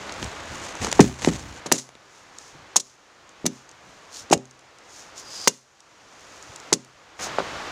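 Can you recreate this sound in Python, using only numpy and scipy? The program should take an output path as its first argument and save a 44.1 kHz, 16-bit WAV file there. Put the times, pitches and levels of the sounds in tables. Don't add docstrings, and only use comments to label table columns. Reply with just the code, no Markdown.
import sys
import numpy as np
from scipy import signal
from scipy.fft import rfft, irfft
from scipy.io import wavfile
from scipy.ndimage import uniform_filter1d

SR = 44100
rng = np.random.default_rng(int(sys.argv[2]) if len(sys.argv) > 2 else 0)


def log_audio(samples):
    frames = np.atleast_2d(samples).T
    limited = np.clip(frames, -1, 1)
    pcm = np.round(limited * 32767).astype(np.int16)
    wavfile.write(sys.argv[1], SR, pcm)


N = 340011
T = np.arange(N) / SR


def from_db(db):
    return 10 ** (np.asarray(db) / 20)


def rms_one(x):
    return x / np.sqrt(np.mean(x ** 2) + 1e-20)


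def add(track, s, sound):
    at = max(round(s * SR), 0)
    track[at:at + len(sound)] += sound[:N - at]


def lowpass(x, hz):
    return signal.sosfilt(signal.butter(2, hz, fs=SR, output="sos"), x)


def highpass(x, hz):
    return signal.sosfilt(signal.butter(2, hz, "high", fs=SR, output="sos"), x)


def coloured(x, spectrum, size=4096):
    hz, db = np.transpose(spectrum)
    grid = np.maximum(np.arange(size // 2 + 1) * SR / size, 1)
    log_gain = np.log(from_db(np.interp(np.log(grid), np.log(hz), db)))
    cepstrum = irfft(log_gain)
    cepstrum[1:size // 2] *= 2
    response = irfft(np.exp(rfft(cepstrum[:size // 2], size)))
    return signal.oaconvolve(x, response / np.linalg.norm(response))[:len(x)]


def ring(x, hz, t60):
    radius = from_db(-60 / (t60 * SR))
    angle = 2 * np.pi * hz / SR
    feedback = [1, -2 * radius * np.cos(angle), radius * radius]
    return signal.lfilter([0, np.sin(angle)], feedback, x + 1e-18)


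def fade(t, t60):
    return np.exp(-np.log(1000) * t / t60)


def swells(rows):
    return sum(from_db(db) * np.exp(-np.minimum(((T - s) / length) ** 2, 60)) for s, db, length in rows)


def grains(size, spread_db):
    strength_db = spread_db * np.minimum(rng.exponential(1, size), 7)
    return rms_one(rng.choice([-1, 1], size) * from_db(strength_db))


def scattered(x, t60, cut_hz):
    t = T[:SR]
    tail = rng.standard_normal(SR) * fade(t, t60) * (1 - np.exp(-t / 0.012))
    tail = lowpass(tail / np.linalg.norm(tail), cut_hz)
    return signal.oaconvolve(x, tail)[:N]


# start in seconds, depth in dB,
# time constant of recovery in seconds.
HUSH_DIPS = [(1.03, 11, 0.96), (1.73, 17.5, 1.7), (2.78, 21.5, 1.1), (3.47, 15.5, 1.76), (4.34, 20, 1.07),
             (5.487, 28.5, 0.78), (6.74, 18.5, 0.98)]
# frequency in Hz, relative density in dB per Hz.
HUSH_SPECTRUM = [(18, -37.5), (30, -13.5), (79, -6.5), (239, -9), (273, -5.5), (311, -4.5), (404, -5),
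                 (486, -3.5), (702, -3), (962, -3), (1220, -3), (2680, -10), (6900, -19), (9220, -33),
                 (16000, -45)]
HUSH_DB, DIP_ONSET_S = -38, .045
LOUDER_FROM_S, LOUDER_HUSH_DB = 7.191, -34.5


def hush():
    dip_db = np.zeros(N)
    for s, depth_db, recovery in HUSH_DIPS:
        after = T >= s
        dip_db[after] = depth_db * np.exp(-(T[after] - s) / recovery)
    dipping_db = HUSH_DB - uniform_filter1d(dip_db, int(DIP_ONSET_S * SR))
    level_db = np.where(T < LOUDER_FROM_S, dipping_db, LOUDER_HUSH_DB)
    return from_db(level_db) * coloured(rng.standard_normal(N), HUSH_SPECTRUM)


# frequency in Hz, relative density in dB per Hz.
CRACK_SPECTRUM = [(1180, -44.5), (2000, -31), (3140, -16.5), (3710, -9), (4490, -8), (4990, -6),
                  (5780, -2.5), (6640, 1.5), (8120, -8), (9660, -15), (10400, -18.5), (14900, -35),
                  (16000, -33.5)]
# frequency in Hz, relative density in dB per Hz.
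WOODY_SPECTRUM = [(60, -49.5), (200, -0.5), (400, 0), (850, -1.5), (1400, -6), (1950, -3.5), (2700, -7),
                  (4500, -10.5), (12000, -56)]


def breaking(crack, woody):
    return coloured(crack, CRACK_SPECTRUM) + coloured(woody, WOODY_SPECTRUM)


# peak time in seconds, half length in seconds,
# rumble in dB before a 4.5 dB cut, crunch in dB before a 6 dB cut.
LOG_LURCHES = [(0.236, 0.044, -33.5, -39), (0.55, 0.04, -37, -45.5), (0.654, 0.055, -63, -40.5),
               (.838, 0.025, -25.5, -25), (0.921, 0.041, -46, -33), (1.044, 0.062, -24, -34),
               (1.247, 0.037, -49, -30), (1.311, 0.07, -31, -35.5), (1.47, 0.065, -39, -59)]
# frequency in Hz, relative density in dB per Hz.
RUMBLE_SPECTRUM = [(25, -15.5), (70, 10.5), (110, 5), (170, 1), (350, -4), (800, -35), (1500, -24),
                   (5000, -37)]
SLIDE_END_S, SLIDE_RUMBLE_DB, SLIDE_CRUNCH_DB = 1.6, -48, -45.5


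def dragging():
    sliding = T < SLIDE_END_S
    rumble_rows = [(s, db, length) for s, length, db, _ in LOG_LURCHES]
    crunch_rows = [(s, db, length) for s, length, _, db in LOG_LURCHES]
    rumble_gain = from_db(SLIDE_RUMBLE_DB) * sliding + swells(rumble_rows)
    crunch_gain = from_db(SLIDE_CRUNCH_DB) * sliding + swells(crunch_rows)
    rumble = from_db(-4.5) * rumble_gain * coloured(rng.standard_normal(N), RUMBLE_SPECTRUM)
    clumps = np.abs(grains(N, spread_db=2.3)) * (rng.random(N) < 1000 / SR)
    pressure = signal.oaconvolve(clumps, fade(T[:SR // 20], .016))[:N]
    crumbs = rms_one(pressure * grains(N, spread_db=3.0))
    splinters = rms_one(pressure * grains(N, spread_db=4.0))
    crush = breaking(crumbs, from_db(1.5) * splinters)
    return rumble + from_db(-6) * crunch_gain * crush


# peak time in seconds, peak in dB before a 3 dB cut,
# half length in seconds.
RUB_SWISHES = [(1.8, -45, 0.059), (2.18, -56.5, 0.086), (2.45, -50, 0.079), (2.87, -54, 0.058),
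               (3.55, -52.5, 0.067), (3.95, -61, 0.13), (4.175, -35.5, 0.045), (4.98, -44.5, 0.084),
               (5.19, -37.5, 0.026), (5.40, -37, 0.12), (6.42, -51.5, 0.29), (7.24, -28, 0.033)]
# frequency in Hz, relative density in dB per Hz.
RUB_SPECTRUM = [(1650, -31), (2800, -17), (4180, -11), (4770, -8.5), (6070, -4.5), (6820, -4),
                (7770, -13.5), (10000, -21), (11800, -30), (14300, -25.5), (16000, -45.5)]
STEADY_HISS_DB = -62
SLEEVE_PEAK_S, SLEEVE_DB, SLEEVE_RISE_S, SLEEVE_FALL_S = 5.45, -37.5, 0.16, .035


def rubbing():
    hiss_gain = from_db(STEADY_HISS_DB) + swells(RUB_SWISHES)
    hiss = from_db(-3.0) * hiss_gain * coloured(grains(N, spread_db=4.0), RUB_SPECTRUM)
    half_length = np.where(T < SLEEVE_PEAK_S, SLEEVE_RISE_S, SLEEVE_FALL_S)
    slide_gain = swells([(SLEEVE_PEAK_S, SLEEVE_DB, half_length)])
    whistle = slide_gain * rms_one(ring(rng.standard_normal(N), hz=4900, t60=0.0092))
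    return hiss + highpass(whistle, 3000)


def volleys(rows):
    cracks, woody = np.zeros(N), np.zeros(N)
    for s, db, length, wood_db in rows:
        age = T[:SR // 8] / length
        envelope = 2 * np.exp(-age) * (1 - np.exp(-age / 0.51))
        for track, level_db in ((cracks, db), (woody, db + wood_db - 6)):
            volley = grains(len(envelope), spread_db=4.0) * envelope
            volley *= np.linalg.norm(envelope) / np.linalg.norm(volley)
            add(track, s, from_db(level_db) * volley)
    return breaking(cracks, woody)


# start in seconds, level in dB,
# woody midrange in dB relative to the crack, before a 6 dB cut.
TWIG_SNAPS = [(.094, -41.5, 26), (.122, -27, -4), (.227, -29, 15.5), (.243, -26.5, -5), (.752, -30, 7),
              (.8455, -16.5, 5.5), (.869, -25.5, 11.5), (.915, -19, -4), (.926, -11, 2.5),
              (1.2465, -19, 13.5), (1.2605, -23, 4), (1.89, -41, 10), (1.952, -48.5, 20.5),
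              (2.385, -29, -15), (3.292, -42, -15), (4.300, -31, 4), (4.376, -33, -22), (5.804, -40, -28),
              (6.426, -35, -14), (6.560, -26, -8), (6.600, -34.5, -16), (6.847, -38.5, -15)]
# start in seconds, level in dB, fade time constant in seconds,
# woody midrange in dB relative to the crack, before a 6 dB cut.
BARK_CRACKLES = [(.993, -32.5, .0041, 20.5), (1.003, -13, 0.0052, 8.5), (1.017, -26.5, .0089, -3),
                 (1.283, -31, 0.0064, 12.5), (1.660, -28, 0.0055, 4.5), (1.731, -27, 0.021, -1),
                 (1.778, -26.5, 0.012, -8), (2.797, -22.5, .0055, -14), (7.384, -43, 0.0095, 24.5)]
TWIG_FADE_S = .0012
CHIPS_PER_S, CHIP_DB, CHIP_SPREAD_DB, CHIP_WOOD_DB = 1.5, -41.5, 2, -24


def twigs():
    draws = rng.random((40, 2))
    times = np.cumsum(-np.log(1 - draws[:, 0])) / CHIPS_PER_S
    levels_db = CHIP_DB + CHIP_SPREAD_DB * (2 * draws[:, 1] - 1)
    chips = [(s, db, CHIP_WOOD_DB) for s, db in zip(times, levels_db) if s < T[-1]]
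    short = [(s, db, TWIG_FADE_S, wood_db) for s, db, wood_db in list(TWIG_SNAPS) + chips]
    return volleys(short + list(BARK_CRACKLES))


def swing(hz, cycles):
    t = T[:SR // 8]
    age = t * hz / cycles
    motion = age ** 2 * np.exp(-np.minimum(2 * age, 80)) * np.sin(2 * np.pi * hz * t)
    pressure = np.gradient(motion)
    return pressure / np.abs(pressure).max()


# start in seconds, push in dB, pitch of the push in Hz, contact in dB,
# ring of the log in dB, added to the mode levels.
WOOD_KNOCKS = [(.227, -28, 188, -26, -25), (0.8686, -39, 385, -17, -9), (0.9928, -22, 280, -3.5, -22),
               (.995, 10, 298, -10, 14), (1.001, 0, 170, -24, -3), (1.2735, -3.5, 259, -12.5, 10.5),
               (1.659, -26, 326, -25, -10.5), (1.718, -9.5, 268, -7.5, 0.5),
               (2.7601, -34, 368, -10.5, -13.5), (3.443, -20, 261, -37, -16.5),
               (3.4548, -19, 237.5, -22.5, 3), (4.3090, -9, 290, -18, -3), (4.3267, -9.5, 283, 1.5, 5),
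               (5.4739, -10.5, 400, -7.5, -11), (6.7243, -10.5, 336, -12, -1.5),
               (7.269, -37.5, 276.5, -22.5, -30), (7.3842, -7, 560, -13.5, -11.5),
               (7.402, -15, 503, -19, -16)]
# frequency in Hz, relative level in dB, decay by 60 dB in seconds.
LOG_MODES = [(130, -43.5, 0.63), (165, -29.5, 0.15), (189, -29.5, 0.17), (224, -32.5, 0.26),
             (256.7, -28.5, 0.26), (309, -26.5, 0.16), (357, -27, 0.12), (392, -30.5, 0.25),
             (445, -24, 0.1), (500, -29, 0.15), (560.6, -26.5, 0.16), (742, -32, 0.11), (796, -29.5, .1)]
KNOCK_CYCLES, CONTACT_CYCLES, CONTACT_RATIO, PUSH_LAG_S = 0.53, 0.77, 2.39, .0012
LOG_REACH = 1.15


def knocks():
    spot, log, t = np.zeros(N), np.zeros(N), T[:SR]
    mode_hz, mode_db, mode_t60 = np.transpose(LOG_MODES)
    shapes = np.sin(2 * np.pi * mode_hz[:, None] * t) * fade(t, mode_t60[:, None])
    shapes = shapes * (1 - np.exp(-t / 0.0038))
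    signs = (-1) ** np.arange(len(mode_hz))
    for s, push_db, hz, contact_db, ring_db in WOOD_KNOCKS:
        add(spot, s, from_db(contact_db) * swing(CONTACT_RATIO * hz, CONTACT_CYCLES))
        add(spot, s + PUSH_LAG_S, from_db(push_db) * swing(hz, KNOCK_CYCLES))
        hardness = 1 / (1 + from_db(push_db - contact_db) ** 2)
        reach_hz = LOG_REACH * hz * CONTACT_RATIO ** hardness
        softness = 1 / (1 + (mode_hz / reach_hz) ** 4)
        place_db = rng.normal(0, 1.5, len(mode_hz))
        strengths = from_db(ring_db + mode_db + place_db) * signs
        add(log, s + PUSH_LAG_S, (strengths * softness) @ shapes)
    return spot + log + from_db(-8.5) * scattered(spot, t60=0.071, cut_hz=440)


# start in seconds, level in dB.
BLADE_PINGS = [(1.660, -61), (1.72, -51)]


def blade():
    taps = np.zeros(N)
    for s, db in BLADE_PINGS:
        add(taps, s, [from_db(db)])
    return ring(taps, hz=10039, t60=.48) + .5 * ring(taps, hz=9969, t60=.45)


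# start in seconds, bite in dB, bite fade time constant in seconds,
# woody midrange in dB relative to the bite, before a 6 dB cut, time until the tear in seconds,
# tear in dB, peak of the last click in dB.
BRANCH_CUTS = [(1.716, -19.5, 0.0037, 14, 0.0054, -8, 2.5), (2.7587, -11.5, 0.0051, -8, .0052, -4, -4.5),
               (3.4544, -27.5, .008, 5.5, 0.0073, -11.5, -5.5), (4.3126, -22, 0.0049, 4, .008, -19, -18.5),
               (4.3283, -11, 0.0049, 6, .004, -14, -11.5), (5.474, -7.5, 0.0019, 9.5, 0.0036, -7.5, 5.5),
               (6.727, -6.5, 0.0032, -0.5, 0.0076, -11.5, -32)]
# frequency in Hz, level in dB, decay by 60 dB in seconds.
AXE_MODES = [(2800, -46.5, 0.075), (3570, -47, 0.05), (6000, -49.5, 0.06), (7200, -49, .04)]
TEAR_FADE_S, TEAR_WOOD_DB, CLICK_LAG_S = 0.0031, -16.5, 0.0021
TRAIL_LAG_S, TRAIL_DB, TRAIL_FADE_S, TRAIL_WOOD_DB = 0.012, -20, 0.0075, -3.5


def splits():
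    clicks, t, rows = np.zeros(N), T[:SR // 100], []
    for s, bite_db, bite_fade, wood_db, delay, tear_db, click_db in BRANCH_CUTS:
        rows.append((s, bite_db, bite_fade, wood_db))
        rows.append((s + delay, tear_db, TEAR_FADE_S, TEAR_WOOD_DB))
        rows.append((s + TRAIL_LAG_S, tear_db + TRAIL_DB, TRAIL_FADE_S, TRAIL_WOOD_DB))
        click = np.diff(rng.standard_normal(len(t)) * fade(t, 0.0036), prepend=0)
        click = lowpass(click, 6500)
        add(clicks, s + delay + CLICK_LAG_S, from_db(click_db) * click / np.abs(click).max())
    cracks = volleys(rows)
    axe_head = sum(from_db(db) * ring(cracks, hz, t60) for hz, db, t60 in AXE_MODES)
    return cracks + clicks + axe_head


# peak time in seconds, level in dB, half length in seconds.
SNOW_STEPS = [(2.548, -49.5, 0.015), (2.602, -53.5, 0.052), (3.455, -39, 0.015), (3.887, -55, 0.048),
              (4.235, -49, 0.021), (4.365, -38, .015), (6.504, -49, 0.015), (6.735, -39, 0.015)]


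def steps():
    band = signal.butter(2, [55, 190], "band", fs=SR, output="sos")
    push = signal.sosfilt(band, rng.standard_normal(N))
    return swells(SNOW_STEPS) * rms_one(push)


def scene():
    timber = highpass(knocks(), 55)
    blows = timber + splits() + blade() + twigs()
    trees = from_db(-28.5) * scattered(blows, t60=0.31, cut_hz=8200)
    return (blows + trees + dragging() + rubbing() + steps() + hush())[None]


def record(dry):
    clipped = dry / (1 + dry ** 8) ** (1 / 8)
    softened = lowpass(clipped, 14000)
    return signal.sosfilt(signal.cheby1(12, .2, 15900, fs=SR, output="sos"), softened)


dry = scene()
out = record(dry)
log_audio(out)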